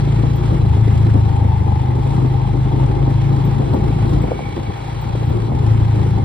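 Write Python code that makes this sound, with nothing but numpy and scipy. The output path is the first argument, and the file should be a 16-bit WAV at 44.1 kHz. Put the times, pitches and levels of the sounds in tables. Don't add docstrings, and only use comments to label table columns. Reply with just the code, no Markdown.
import sys
import numpy as np
from scipy import signal
from scipy.fft import rfft, irfft
from scipy.io import wavfile
from scipy.ndimage import uniform_filter1d

SR = 44100
rng = np.random.default_rng(int(sys.argv[2]) if len(sys.argv) > 2 else 0)


def wav_record(signal):
    frames = np.transpose(np.atleast_2d(signal))
    bounded = np.clip(frames, -1, 1)
    quanta = np.round(bounded * 32767).astype(np.int16)
    wavfile.write(sys.argv[1], SR, quanta)


def makeup_ratio(level_db):
    decades = np.asarray(level_db, float) / 20
    return 10 ** decades


N = 275184
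TIME = np.arange(N) / SR
FREQ = np.maximum(np.arange(N // 2 + 1) * SR / N, 1)
CRUISE_HZ = 27
TWO_PHASES = np.array([[0], [np.pi / 2]])


def columns(table):
    s, *rest = np.transpose(table)
    return [np.interp(TIME, s, c) for c in rest]


def over_freq(hz, value):
    return np.interp(np.log(FREQ), np.log(hz), value)


def unit(x):
    return x / np.sqrt(np.mean(x ** 2))


def colour(x, gain):
    return irfft(rfft(x) * gain, N)


def band(hz, width):
    return 1 / (1 + 1j * (FREQ - hz ** 2 / FREQ) / width)


def die_away(t, t60):
    return np.exp(-np.log(1000) * t / t60)


def walk(rate):
    k = int(SR / rate)
    steps = np.repeat(rng.standard_normal(N // k + 1), k)
    return 1.35 * uniform_filter1d(uniform_filter1d(steps, k), k)[:N]


def patchy(table, shared_db, own_db, rate, gate=1):
    hz, db = np.transpose(table)
    spectrum = rfft(gate * rng.standard_normal((2, N))) * makeup_ratio(over_freq(hz, db))
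    out, shared = 0, shared_db * walk(rate)
    for centre in np.arange(np.log2(hz[0]), np.log2(hz[-1]) + .5, .5):
        octaves_off = np.clip(np.log2(FREQ) - centre, -.5, .5)
        share = np.cos(np.pi * octaves_off) ** 2
        out = out + irfft(spectrum * share, N) * makeup_ratio(shared + own_db * walk(rate))
    return unit(out)


def add(out, s, ring):
    i = int(s * SR)
    out[:, i:i + ring.shape[-1]] += ring[..., :N - i]


def follows(hz, effort_db, db, per_hz, per_effort_db, flutter_db):
    return db + per_hz * (hz - CRUISE_HZ) + per_effort_db * effort_db + flutter_db * walk(14)


def wind(gust_db):
    # (frequency [Hz], level per Hz [dB])
    rumble = [(25, -23.5), (45, -4), (90, 2.5), (160, -1.5), (250, -8.5), (340, -5), (480, -14.5),
              (650, -19), (1000, -27)]
    lumps = makeup_ratio(2.2 * walk(55))
    return makeup_ratio(gust_db + 7.5) * patchy(rumble, shared_db=1.0, own_db=0.87, rate=30, gate=lumps)


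def grit():
    # (time [s], hiss swell [dB], length [s])
    patches = [
        (0, 3.5, 0.025),
        (0.464, 1.5, 0.023),
        (0.932, 1, 0.19),
        (2.127, 1.5, 0.042),
        (2.863, 0.5, 0.056),
        (4.132, 1.8, 0.052),
        (5.162, 0.8, 0.1),
        (5.47, -2, 0.096),
    ]
    return sum(db * np.exp(-((TIME - s) / length) ** 2) for s, db, length in patches)


def ticks():
    # (time [s], peak level [dB])
    grains = [(0.3331, -32), (0.458, -29), (0.5492, -33), (0.5838, -37), (0.6168, -31), (0.809, -32),
              (0.86, -30), (0.8794, -30), (0.954, -35), (0.9772, -26.5), (1.0147, -29), (1.047, -31),
              (1.1044, -33), (1.1398, -31), (2.0148, -38), (2.0738, -32), (2.2623, -32.5), (2.8614, -27),
              (3.2181, -32), (3.7334, -29), (4.0806, -29), (4.0941, -26), (4.1507, -32), (4.1883, -33),
              (4.5266, -31), (4.561, -30), (4.6324, -27.5), (4.738, -39), (5.157, -30), (5.4031, -37),
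              (5.507, -37), (5.5515, -31), (5.5897, -33), (5.665, -27), (5.7209, -30), (5.734, -33),
              (5.8494, -36), (5.9193, -35), (5.958, -30), (6.0302, -36), (6.074, -34), (6.107, -32),
              (6.184, -32)]
    out, t = np.zeros((2, N)), TIME[:SR // 25]
    treble = signal.butter(2, (1600, 6000), "band", fs=SR, output="sos")
    bursts = signal.sosfilt(treble, rng.standard_normal((len(grains), 2, len(t))))
    for (s, db), burst in zip(grains, bursts):
        add(out, s, makeup_ratio(db - 10.5) * die_away(t, t60=0.022) * unit(burst))
    return out


def tinkles():
    # (time [s], peak level [dB], low tone [dB], middle tone [dB])
    strikes = [(0.2088, -51, -13, -15), (0.3576, -35, -22, -16), (0.5985, -53, -14, -11),
               (0.9919, -50, 0, -20), (1.316, -61.5, 0, -28), (2.2752, -52, -18, -25),
               (2.366, -65, -12, -12), (3.4485, -34, -10, -20), (3.7367, -35.5, -5, -23),
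               (4.1011, -47, 4, -21.5), (4.2179, -47, 7, -7), (4.2497, -46, 5, -15.5),
               (4.4895, -51, -11, -13), (4.6527, -55, -9, -13), (4.77, -53.5, -13, -27),
               (5.0105, -36, -17, -17), (5.2153, -49, -12, -20), (5.254, -50, 2, -14),
               (5.2909, -39, -6, -23), (5.499, -65, -7, -12)]
    # (frequency [Hz], time to die by 60 dB [s])
    tones = [(7940, 0.04), (13140, .05), (14330, .04), (14620, .045), (14990, .08)]
    out, t = np.zeros((2, N)), TIME[:SR // 6]
    onset = 1 - np.exp(-t / 0.00066)
    phases = 2 * np.pi * rng.random((len(strikes), 5, 2, 1))
    for (s, db, low_db, middle_db), phase in zip(strikes, phases):
        tone_dbs = (low_db, middle_db + 15.0, -6.5, -6.5, -4.5)
        for (hz, t60), tone_db, p in zip(tones, tone_dbs, phase):
            ring = onset * die_away(t, t60) * np.sin(2 * np.pi * hz * t + p)
            add(out, s, makeup_ratio(db + tone_db - 4.5) * ring)
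    shiver = makeup_ratio(2.8 * walk(300) + 1.0)
    return out * shiver * np.array([[1], [1.8]])


def knocks():
    # (time [s], peak level [dB], pitch [Hz], crack level [dB])
    road_bumps = [(0.073, -9.5, 272, -15), (0.159, -21.5, 206, -18), (0.234, -7.5, 219, -11.5),
                  (0.498, -18, 195, -21), (0.617, -18, 398, -12), (0.767, -15, 201, -13),
                  (0.877, -8, 272, -22), (0.943, -14, 210, -14), (1.067, -12.5, 281, -18.5),
                  (1.142, -8, 230, -22.5), (1.151, -6, 284, -14.5), (1.16, -11, 251, -13),
                  (1.168, -11, 201, -14), (1.279, -19.5, 189, -21), (1.327, -18.5, 190, -20),
                  (1.379, -19.5, 201, -18), (1.42, -12, 258, -15.5), (1.445, -8, 198, -15),
                  (1.54, -17.5, 199, -18), (1.665, -14, 218, -19), (1.716, -12, 208, -16),
                  (2.057, -15.5, 213, -7), (2.085, -13.5, 230, -18), (2.2, -19, 213, -14.5),
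                  (2.248, -17, 241, -10.5), (2.671, -18, 297, -14.5), (2.471, -16, 189, -16),
                  (2.741, -8.5, 262, -27), (2.794, -17, 218, -18.5), (2.919, -22, 195, -19),
                  (3.076, -6.5, 235, -18), (3.11, -10.5, 225, -14), (3.382, -15.5, 303, -19.5),
                  (3.451, -13, 227, -21), (3.541, -18.5, 190, -18), (3.596, -7.5, 256, -24),
                  (3.737, -8, 301, -14.5), (3.743, -1.5, 231, -23), (3.795, -10.5, 186, -22.5),
                  (3.867, -18.5, 309, -16), (3.903, -10.5, 235, -15)]
    # (time [s], peak level [dB], pitch [Hz], crack level [dB])
    rut_bumps = [(4.015, -19, 200, -16), (4.045, -10, 220, -16), (4.239, -5.5, 246, -12.5),
                 (4.281, -13, 288, -6), (4.309, -13, 447, -21), (4.312, -14, 400, -21),
                 (4.317, -2.5, 434, -16), (4.33, -14, 430, -15), (4.391, -8, 633, -16),
                 (4.405, -16, 480, -13), (4.485, -23, 330, -15), (4.522, -17.5, 334, -19),
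                 (4.566, -13, 341, -9), (4.577, -13, 321, -10), (4.588, -14, 246, -12),
                 (5.076, -20.5, 247, -13), (5.151, -12.5, 294, -8.5), (5.225, -17, 390, -18),
                 (5.37, -18, 298, -20), (5.475, -20, 190, -18), (5.518, -8.5, 217, -13),
                 (6.025, -21, 395, -17), (6.061, -14.5, 350, -19)]
    bumps = road_bumps + rut_bumps
    out, t = np.zeros((2, N)), TIME[:SR // 10]
    phases = 1.27 + .3 * rng.standard_normal((len(bumps), 1, 1)) - TWO_PHASES
    noise = rng.standard_normal((len(bumps), 2, 2, len(t)))
    crack_band = signal.butter(3, (500, 1000), "band", fs=SR, output="sos")
    rattle_band = signal.butter(2, (190, 800), "band", fs=SR, output="sos")
    cracks = signal.sosfilt(crack_band, noise[:, 0])
    rattles = signal.sosfilt(rattle_band, noise[:, 1])
    for (s, db, hz, crack_db), phase, crack, rattle in zip(bumps, phases, cracks, rattles):
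        shape = (1 - np.exp(-t * hz / 0.78)) ** 2 * die_away(t, t60=5 / hz)
        shape = shape / shape.max()
        turns = hz * (t + 0.0015 * (1 - np.exp(-t / 0.0013)))
        thud = np.sin(2 * np.pi * turns + phase) + makeup_ratio(crack_db + 2.0) * unit(crack)
        after = makeup_ratio(-10.5) * shape ** 0.3 * unit(rattle)
        add(out, s, makeup_ratio(db - 4.5) * (shape * thud + after))
    return colour(out, 1 / (1 + (FREQ / 1050) ** 6))


def slaps():
    # (time [s], peak level [dB], pitch [Hz])
    loud_slaps = [(0.734, -24, 851), (0.949, -27, 797), (1.403, -20.5, 780), (1.518, -25, 873),
                  (1.562, -27, 873), (2.029, -24, 820), (2.132, -23, 802), (2.344, -24.5, 837),
                  (2.451, -21, 818), (2.49, -24.5, 813), (2.575, -27, 878), (2.658, -26, 799),
                  (2.713, -30, 890), (3.627, -31, 700), (3.849, -25.5, 817), (3.924, -23.5, 820),
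                  (3.985, -27.5, 754), (4.026, -23.5, 812), (4.882, -26, 800), (5.026, -26, 840),
                  (6.075, -26, 896), (6.175, -24, 880)]
    out, t = np.zeros((2, N)), TIME[:SR // 12]
    shape = (1 - np.exp(-t / 0.00062)) * die_away(t, t60=0.063)
    shape = shape / shape.max()
    phases = 2 * np.pi * rng.random((len(loud_slaps), 1, 1)) - TWO_PHASES
    for (s, db, hz), phase in zip(loud_slaps, phases):
        add(out, s, makeup_ratio(db - 1.0) * shape * np.sin(2 * np.pi * hz * t + phase))
    return out


def taps(cycle):
    landing = cycle - 2.1
    return unit(sum(np.cos(k * landing - TWO_PHASES + .5 * walk(9)) for k in range(28, 42)))


def whine(cycle, order, blur_hz):
    noise = rng.standard_normal((2, 2, N))
    slow = colour(noise, 1 / (1 + (FREQ / blur_hz) ** 2))
    return unit(slow[0] * np.cos(order * cycle) + slow[1] * np.sin(order * cycle))


def case_ring(cycle, throttle, revs, rattle):
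    # (frequency [Hz], width [Hz], level [dB], level per Hz of revs [dB])
    walls = [(812.8, 74, 3, 0), (906.4, 60, -1.5, -0.3), (990, 75, -7.5, 1)]
    struck = unit(rattle) + makeup_ratio(-25.5) * taps(cycle)
    ring = 0
    for hz, width, db, per_hz in walls:
        level_db = db + per_hz * (revs - CRUISE_HZ) + 0.6 * walk(9.1)
        ring = ring + makeup_ratio(level_db) * unit(colour(struck, band(hz, width) ** 2))
    chain_db = -4.0 - 4.5 * throttle - 4.4 * (revs - 27.5)
    ring = ring + makeup_ratio(chain_db) * np.cos(34 * cycle + 1.3 * walk(12))
    ring = ring * (1 - (.13 - 0.12 * throttle) * np.cos(cycle + 0.34))
    return unit(ring)


def cooling_fins(throttle, revs, rattle):
    # (frequency [Hz], width [Hz], level [dB])
    fin_tones = [(1940, 66, -12.5), (3282, 150, -9), (3407, 51, -11), (3974, 100, -8.5), (4370, 300, -11.5)]
    fins = 0
    for hz, width, db in fin_tones:
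        fins = fins + makeup_ratio(db + 0.27 * walk(17.0)) * unit(colour(rattle, band(hz, width) ** 2))
    return fins * makeup_ratio(1.0 * (revs - 29.5) - 1.5 * (1 - throttle))


def engine_case(cycle, throttle, ring_db, hiss_db, gear_db):
    # (frequency [Hz], level per Hz [dB])
    hiss_curve = [(500, 10.5), (1100, 6), (1500, 0.5), (2500, -2.5), (3600, -5.5), (4500, -12.5),
                  (6000, -12.5), (8000, -19.5), (10000, -22), (12000, -21), (15600, -28.5), (16000, -56)]
    beat = 1 - 0.056 * np.cos(cycle + 0.34) + 0.077 * np.cos(2 * cycle + 0.4)
    rattle = beat ** 2 * makeup_ratio(2.1 * walk(70)) * rng.standard_normal((2, N))
    revs = np.gradient(cycle) * SR / (2 * np.pi)
    ring = case_ring(cycle, throttle, revs, rattle)
    fins = cooling_fins(throttle, revs, rattle)
    gear_level = makeup_ratio(1.2 * (gear_db - np.mean(gear_db)) - 55.5)
    gear = gear_level * beat * whine(cycle, order=80.5, blur_hz=60)
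    puffs = beat * makeup_ratio(0.95 * walk(220))
    hiss = patchy(hiss_curve, shared_db=-0.5, own_db=0.74, rate=18, gate=puffs)
    return makeup_ratio(ring_db + 3.5) * ring + makeup_ratio(hiss_db) * (makeup_ratio(9.0) * hiss + fins) + gear


def order_levels(hz, throttle, effort_db):
    # (order, level shut [dB], level open [dB], level per Hz of revs [dB])
    strong_orders = [(2, -27.5, -23, 1.4), (3, -17.5, -34.5, -2), (4, -12.5, -20.5, 1.13),
                     (5, -20, -17.5, -1.5)]
    order_flutter = 1.5, 2.2, 1.2, .9
    levels = []
    for (_, shut, wide, per_hz), flutter_db in zip(strong_orders, order_flutter):
        db = shut + (wide - shut) * throttle
        levels.append(follows(hz, effort_db, db, per_hz, 1, flutter_db))
    return levels


def exhaust(cycle, throttle, order_db, waver):
    # (order, level below order 5 when open [dB], extra level when shut [dB])
    weak_orders = [(1, -29.5, 1.5), (6, -13.5, 1.5), (7, -23, 10.5), (8, -28, 5.5), (12, -20, -4)]
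    levels = list(zip((2, 3, 4, 5), order_db))
    for k, db, shut_db in weak_orders:
        levels.append((k, order_db[3] + db + shut_db * (1 - throttle)))
    lag = np.interp(throttle, (0, 1), (.5, -.7))
    out = 0
    for k, db in levels:
        fan = (k - 4) ** 2 * (k > 2) + 2.6
        level = np.sqrt(2) * makeup_ratio(db + 0.21 * walk(22))
        out = out + level * np.cos(k * cycle - lag * fan + waver * walk(20))
    return out


def ports(pair):
    # (frequency [Hz], likeness [0-1], left lead [rad], left minus right [dB])
    port_curve = [(100, .93, .32, 2.6), (200, .9, .2, 2.6), (340, .35, .7, -.5), (600, .8, 2.5, 0),
                  (900, .25, 2.2, 1.5), (1200, .2, 2.5, 4), (1400, .3, -.5, 1), (2100, .78, .4, 0),
                  (2800, .5, 2, -2.5), (4000, .68, 0, -1.5), (4800, .4, 1.2, 0), (6300, .82, 3.14, 0),
                  (9100, .93, 6.28, 0), (12350, .86, 9.42, 0), (15600, .9, 12.56, 0)]
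    hz, *rest = np.transpose(port_curve)
    alike, lead, tilt_db = (over_freq(hz, c) for c in rest)
    alike = np.clip(alike, 0, 1)
    fade = np.clip(np.minimum(TIME / .0002, TIME[::-1] / .004), 0, 1)
    common, other = rfft(pair * fade) * np.sqrt([(1 + alike) / 2, (1 - alike) / 2])
    turn = np.exp(.5j * lead) * makeup_ratio(tilt_db / 2)
    return irfft(np.array([(common + other) * turn, (common - other) / turn]), N)


def scene():
    # (time [s], firing rate [Hz])
    rev_curve = [(0, 28), (.5, 28.5), (.6, 27.4), (.73, 24.9), (.81, 27.6), (1.1, 26.9), (1.6, 25.6),
                 (1.97, 25.1), (2.11, 27.3), (2.19, 25.7), (2.6, 25.95), (3.4, 27), (4.2, 27.85),
                 (5.27, 28.65), (5.45, 28), (5.58, 25.8), (5.69, 27.7), (6.24, 26.5)]
    # (time [s], gust level [dB])
    gust_curve = [(0, -27.5), (.45, -26.5), (1.5, -30), (1.85, -32), (2.15, -27), (2.45, -31.5), (2.9, -25),
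                  (3.2, -30.5), (3.45, -27), (3.84, -25), (4.0, -29.5), (4.16, -23), (4.34, -32),
                  (5.05, -36), (5.3, -28.5), (5.6, -28), (5.9, -29.5), (6.24, -26)]
    # (time [s], throttle opening [0-1], exhaust effort [dB])
    hand = [(0, .95, -0.3), (.55, .9, 0), (.64, .05, 0), (1.2, 0.06, -0.5), (1.75, 0.1, -3),
            (1.95, 0.91, -1), (3, .95, 0.5), (4.18, .9, -1.6), (4.33, 0.97, -11.5), (4.8, .9, -13.5),
            (5.05, .8, -6.5), (5.27, 0.1, -5.5), (5.52, 0.2, -8.5), (5.68, .05, -2.3), (6.05, 0, -2.4),
            (6.24, 0.2, -3)]
    hz, = columns(rev_curve)
    gust_db, = columns(gust_curve)
    throttle, effort_db = columns(hand)
    throttle = np.clip(throttle, 0, 1)
    shut = 1 - throttle

    steady_hz = uniform_filter1d(hz, size=SR // 2)
    ring_db = follows(steady_hz, effort_db, db=-37, per_hz=-1.2, per_effort_db=0.05, flutter_db=0.94)
    hiss_db = follows(steady_hz, effort_db, db=-45, per_hz=0.64, per_effort_db=0.045, flutter_db=0.35)
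    gear_db = follows(steady_hz, effort_db, db=-52, per_hz=-0.5, per_effort_db=-0.45, flutter_db=-2)
    hiss_db = hiss_db + grit() * (1 + 1.1 * walk(150))
    cycle = 2 * np.pi * np.cumsum(hz) / SR
    engine = engine_case(cycle, throttle, ring_db, hiss_db, gear_db - 3.2 * shut)

    order_db = order_levels(hz, throttle, effort_db)
    pipe = cycle + 2 * np.pi * .165 * shut
    shared = exhaust(pipe, throttle, order_db, waver=.13)
    unshared = 0.77 * exhaust(pipe, throttle, order_db, waver=2.5)
    boom = np.array([shared, unshared])
    return ports(wind(gust_db) + ticks() + tinkles() + knocks() + slaps() + engine + boom)


def steer(pair, size=2048, count=16):
    # (frequency [Hz], share of the band's mean power below which lines drop [0-1])
    thin_share = [(1000, 0), (3000, .2), (5000, .35), (7500, .5), (10000, .55), (14000, .6)]
    margin = [(5500, -8), (6800, -6.5), (8000, -5), (13000, -3.5), (16000, -6)]  # (Hz, dB)
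    mid_side = np.array([pair[0] + pair[1], pair[0] - pair[1]]) / 2
    hz, _, z = signal.stft(mid_side, SR, "cosine", size, boundary="even")
    power = np.abs(z[:, :-1]) ** 2
    band_power = power.reshape(2, -1, count, z.shape[-1]).mean(axis=2)
    bands = np.repeat(band_power, count, axis=1)
    weak_db = np.interp(hz[:-1, None], *np.transpose(margin), left=-99)
    waver = rng.standard_normal((size // 2 // count, z.shape[-1]))
    weak_db = weak_db + 2.5 * np.repeat(waver, count, axis=0)
    z[:, :-1] *= bands > bands[::-1] * makeup_ratio(2 * weak_db)
    floor = bands * np.interp(hz[:-1, None], *np.transpose(thin_share))
    z[:, :-1] *= uniform_filter1d(power, size=3, axis=1) > floor
    z[:, hz > 15790] = 0
    mid, side = signal.istft(z, SR, "cosine", size)[1]
    return np.array([mid + side, mid - side])


def roll_off(x):
    return signal.sosfilt(signal.butter(12, 16800, fs=SR, output="sos"), x)


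def record(dry):
    lead = 775
    rounded = np.tanh(.75 * dry) / .75
    padded = np.pad(rounded, ((0, 0), (lead, 0)), "reflect")
    finished = steer(padded)[:, lead:lead + N]
    return roll_off(finished)


dry = scene()
out = record(dry)
wav_record(out)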